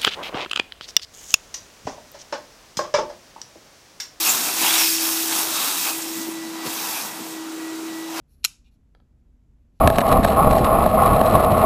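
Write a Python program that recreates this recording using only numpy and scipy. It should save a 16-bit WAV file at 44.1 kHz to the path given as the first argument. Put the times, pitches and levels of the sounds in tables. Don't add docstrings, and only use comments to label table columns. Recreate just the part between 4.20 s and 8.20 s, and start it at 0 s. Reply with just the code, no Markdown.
import sys
import numpy as np
from scipy import signal
from scipy.io import wavfile

SR = 44100
rng = np.random.default_rng(int(sys.argv[2]) if len(sys.argv) > 2 else 0)


def bounce(signal):
    frames = np.transpose(np.atleast_2d(signal))
    limited = np.clip(frames, -1, 1)
    pcm = np.round(limited * 32767).astype(np.int16)
    wavfile.write(sys.argv[1], SR, pcm)


N = 176400
TIME = np.arange(N) / SR

# frequency in Hz, relative density in dB.
EXHAUST_SPECTRUM = [(300, 3.5), (520, 0.5), (800, 8), (1300, 1.5), (1800, 0), (8000, -3), (9700, -9.5),
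                    (16000, -16.5)]
RUMBLE_SPECTRUM = [(60, -30), (90, -30), (130, -7.5), (330, 4), (550, -12)]
# time in seconds, rotation rate in Hz.
MEAN_SPEED = [(0, 326.4), (.6, 326.6), (1.3, 327.3), (2, 326.8), (2.7, 326), (3.3, 321.7), (4, 326.6)]
# time in seconds, lead in turns.
PHASE_LEAD = [(0, -.15), (1.53, 1), (1.88, 1.333), (2.32, 1.667), (2.8, 2), (3.32, 2.333), (4, 2.71)]
# multiple of the speed, relative levels in dB of the first and second motor.
MOTOR_HARMONICS = [(1, -38.5, -39), (3, -76, -54.5), (6, -51, -53.5), (12, -55, -63)]
# time in seconds, gain in dB.
WHINE_GAIN = [(1.7, -0.5), (2.4, 2.5), (2.7, -1.5), (3.15, -3.5), (3.8, -0.5)]
# centre and length in seconds, level in dB.
CLUMP_THUDS = [(0.175, 0.29, -41.5), (0.438, 0.1, -35.5), (1.995, 0.065, -34), (2.08, 0.063, -33.5),
               (2.468, 0.045, -25), (3.003, 0.068, -37)]
WET_RASPS = [(0.47, 0.19, -25.5), (0.597, 0.15, -25.5), (1.672, 0.064, -33.5), (2.475, 0.054, -37)]
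# frequency in Hz, relative density in dB.
THUD_SPECTRUM = [(100, -13), (130, -1.5), (180, -5.5), (260, 7.5), (500, -13.5), (1200, -15), (3000, -29)]
RASP_SPECTRUM = [(1400, -20), (2000, 3), (3600, 0.5), (5000, -6)]
# start in seconds, level in dB, centre frequency in Hz.
CHIP_STRIKES = [(1.125, -21, 3220), (1.82, -27, 6200), (2.013, -35, 6100)]
# centre and length in seconds, first and last pitch in Hz, level in dB.
RIM_WHISTLES = [(0.099, 0.036, 7340, 7200, -17.5), (.635, 0.22, 6000, 4650, -24),
                (1.889, 0.06, 5250, 5450, -36)]
# centre and length in seconds, pitch in Hz, level in dB.
PIPE_HOOTS = [(0.077, 0.095, 2620, -27), (0.5, .1, 3320, -29), (1.433, 0.39, 1190, -34.5),
              (1.49, 0.47, 3810, -36.5), (1.664, 0.23, 2560, -34.5), (2.77, 0.14, 2460, -38),
              (2.828, 0.56, 900, -42), (3.45, 0.88, 1310, -47)]
# time in seconds, relative level in dB.
HISS_LEVEL = [(0, -22.5), (.11, -19), (.15, -22.5), (.33, -25.5), (.44, -20.5), (.61, -18.5), (.77, -23),
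              (.87, -23), (1.04, -25.5), (1.19, -22.5), (1.29, -27.5), (1.44, -22.5), (1.55, -25),
              (1.68, -24), (1.75, -31), (1.92, -34.5), (1.98, -31.5), (2.2, -43), (2.42, -41.5),
              (2.47, -30.5), (2.8, -30), (2.94, -39.5), (3.13, -39.5), (3.19, -46), (3.88, -45), (4, -35.5)]
ROAR_LEVEL = [(0, -37.5), (.09, -26), (.17, -30.5), (.36, -31.5), (.44, -25), (.62, -28.5), (.72, -49),
              (.84, -33), (1.04, -35.5), (1.15, -28.5), (1.3, -33), (1.4, -28), (1.62, -38.5), (1.685, -26),
              (1.76, -41), (2.2, -47), (2.48, -34.5), (2.79, -33), (3.12, -50), (3.8, -52), (4, -26.5)]
# frequency in Hz, relative density in dB.
HISS_SPECTRUM = [(250, -42), (1200, -7), (2000, -4), (5500, 3), (8200, 5), (9900, -4), (11500, 3),
                 (16000, 1.5)]
ROAR_SPECTRUM = [(150, -5), (280, 2), (520, -1), (900, 0), (2500, -2.5), (6000, 1)]
# frequency in Hz, bandwidth in Hz, gain in dB.
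MOUTH_RESONANCES = [(844, 520, 5), (1260, 430, -7.5)]
TUBE_RESONANCES = [(2620, 320, -3.5), (3290, 360, -10), (3810, 350, -8.5), (4590, 220, -9.5),
                   (5410, 270, -9.5), (6360, 230, -14), (8500, 450, -3), (11300, 500, -16)]
# frequency in Hz, bandwidth in Hz.
TUBE_ANTIRESONANCES = [(530, 210), (1950, 190), (2980, 96), (4300, 93)]


def from_db(db):
    return 10 ** (np.asarray(db) / 20)


def rms_one(x):
    return x / np.sqrt(np.mean(x ** 2) + 1e-20)


def in_time(rows):
    return np.interp(TIME, *np.transpose(rows))


def drift(rate_hz):
    step, settle = 40, 2000
    pole = np.exp(-2 * np.pi * step * rate_hz / SR)
    white = rng.standard_normal(N // step + settle + 2)
    slow = signal.lfilter([1], [1, -2 * pole, pole * pole], white)[settle:]
    return np.interp(np.arange(N) / step, np.arange(len(slow)), rms_one(slow))


def resonate(x, hz, width_hz):
    radius = np.exp(-np.pi * width_hz / SR)
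    feedback = [1, -2 * radius * np.cos(2 * np.pi * hz / SR), radius ** 2]
    return signal.lfilter(np.array([1, 0, -1]) * (1 - radius ** 2) / 2, feedback, x + 1e-18)


def swell(centre, length):
    return np.cos(np.pi * np.clip((TIME - centre) / length, -.5, .5))


def turbulence(spectrum, flicker_db, flicker_hz):
    hz, db = np.transpose(spectrum)
    edges = 20 * 2 ** (np.arange(30) / 3)
    white, out = rng.standard_normal((2, N)), 0
    for k, (low, high) in enumerate(zip(edges, edges[1:])):
        flicker = flicker_db * drift(flicker_hz)
        if high > hz[0] and low < hz[-1]:
            level_db = np.interp(np.log(low * high) / 2, np.log(hz), db) + flicker
            band = signal.butter(2, [low, high], "band", fs=SR, output="sos")
            out += from_db(level_db) * signal.sosfilt(band, white[k % 2])
    return rms_one(out)


def steady_air():
    exhaust = turbulence(EXHAUST_SPECTRUM, flicker_db=0.6, flicker_hz=8)
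    rumble = turbulence(RUMBLE_SPECTRUM, flicker_db=3.5, flicker_hz=5.4)
    return from_db(-39) * exhaust + from_db(-44.5) * rumble


def motors(jitter_hz=0.52, waver_db=0.4, rise_db_per_s=0.7):
    turns = np.cumsum(in_time(MEAN_SPEED) + jitter_hz * drift(22)) / SR
    lead, out = in_time(PHASE_LEAD), 0
    for order, first_db, second_db in MOTOR_HARMONICS:
        first = from_db(first_db) * np.sin(2 * np.pi * order * (turns + lead / 2))
        second = from_db(second_db) * np.sin(2 * np.pi * order * (turns - lead / 2))
        pair = first - second
        if order > 1:
            pair *= from_db(in_time(WHINE_GAIN))
        out += np.sqrt(2) * pair * from_db(waver_db * drift(20))
    return from_db(rise_db_per_s * (TIME - TIME.mean())) * out


def debris(chip_decay_s=0.01, chip_width_hz=1600, thud_cut_hz=120):
    thuds = sum(from_db(db) * swell(centre, length) for centre, length, db in CLUMP_THUDS)
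    thuds *= turbulence(THUD_SPECTRUM, flicker_db=2.5, flicker_hz=15)
    thuds = signal.sosfilt(signal.butter(4, thud_cut_hz, "high", fs=SR, output="sos"), thuds)
    chips = 0
    for start, db, hz in CHIP_STRIKES:
        decay = (TIME >= start) * np.exp(-abs(TIME - start) / chip_decay_s)
        chips += from_db(db) * decay * rms_one(resonate(rng.standard_normal(N), hz, chip_width_hz))
    rasps = sum(from_db(db) * swell(centre, length) for centre, length, db in WET_RASPS)
    rasps *= turbulence(RASP_SPECTRUM, flicker_db=3, flicker_hz=95)
    return thuds + chips + rasps


def whistles(flutter_hz=260):
    out = 0
    for centre, length, first_hz, last_hz, db in RIM_WHISTLES:
        pitch = np.interp(TIME, [centre - length / 2, centre + length / 2], [first_hz, last_hz])
        phase = 2 * np.pi * np.cumsum(pitch) / SR
        tone = drift(flutter_hz) * np.sin(phase) + drift(flutter_hz) * np.cos(phase)
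        out += from_db(db) * swell(centre, length) * tone
    return out


def hoots(stage_width_hz=320):
    out = 0
    for centre, length, hz, db in PIPE_HOOTS:
        band = resonate(rng.standard_normal(N), hz, stage_width_hz)
        ringing = resonate(band, hz, stage_width_hz)
        out += from_db(db) * swell(centre, length) * rms_one(ringing)
    return out


def grit(grains_per_s=640, spread_db=2.5, quality_factor=4.95):
    sizes = from_db(spread_db * np.minimum(rng.exponential(1, N), 5)) * rng.choice([-1, 1], N)
    impacts = sizes * (rng.random(N) < grains_per_s / SR)
    pitches = np.geomspace(1500, 14000, 16)
    pitch_index = rng.integers(0, len(pitches), N)
    ticks = sum(resonate(impacts * (pitch_index == k), hz, hz / quality_factor) / np.sqrt(hz)
                for k, hz in enumerate(pitches))
    return rms_one(ticks)


def nozzle_tube(air, sway_db=2.2, sway_hz=3, dip_depth=0.46):
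    piped = air + sum(from_db(db + sway_db * drift(sway_hz)) * resonate(air, hz, width)
                      for hz, width, db in TUBE_RESONANCES)
    for hz, width in TUBE_ANTIRESONANCES:
        piped -= dip_depth * resonate(piped, hz, width)
    return rms_one(piped) * air.std()


def suction(grit_db=-12, direct_db=-10.5, flutter_db=1, flutter_hz=270):
    hiss = turbulence(HISS_SPECTRUM, flicker_db=1.15, flicker_hz=7.7) + from_db(grit_db) * grit()
    eddies = turbulence(ROAR_SPECTRUM, flicker_db=1.4, flicker_hz=15.4)
    ringing = sum(from_db(db) * resonate(eddies, hz, width) for hz, width, db in MOUTH_RESONANCES)
    roar = rms_one(from_db(direct_db) * eddies + ringing)
    air = from_db(in_time(HISS_LEVEL) + 0.5) * hiss + from_db(in_time(ROAR_LEVEL) - 0.5) * roar
    return nozzle_tube(air * from_db(flutter_db * drift(flutter_hz)))


def scene():
    mono = suction() + hoots() + whistles() + debris() + motors() + steady_air()
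    return np.array([mono, mono])


def record(dry, low_cut_hz=29, high_cut_hz=15400):
    thin = signal.sosfilt(signal.butter(2, low_cut_hz, "high", fs=SR, output="sos"), dry)
    return signal.sosfilt(signal.ellip(12, .1, 80, high_cut_hz, fs=SR, output="sos"), thin)


dry = scene()
out = record(dry)
bounce(out)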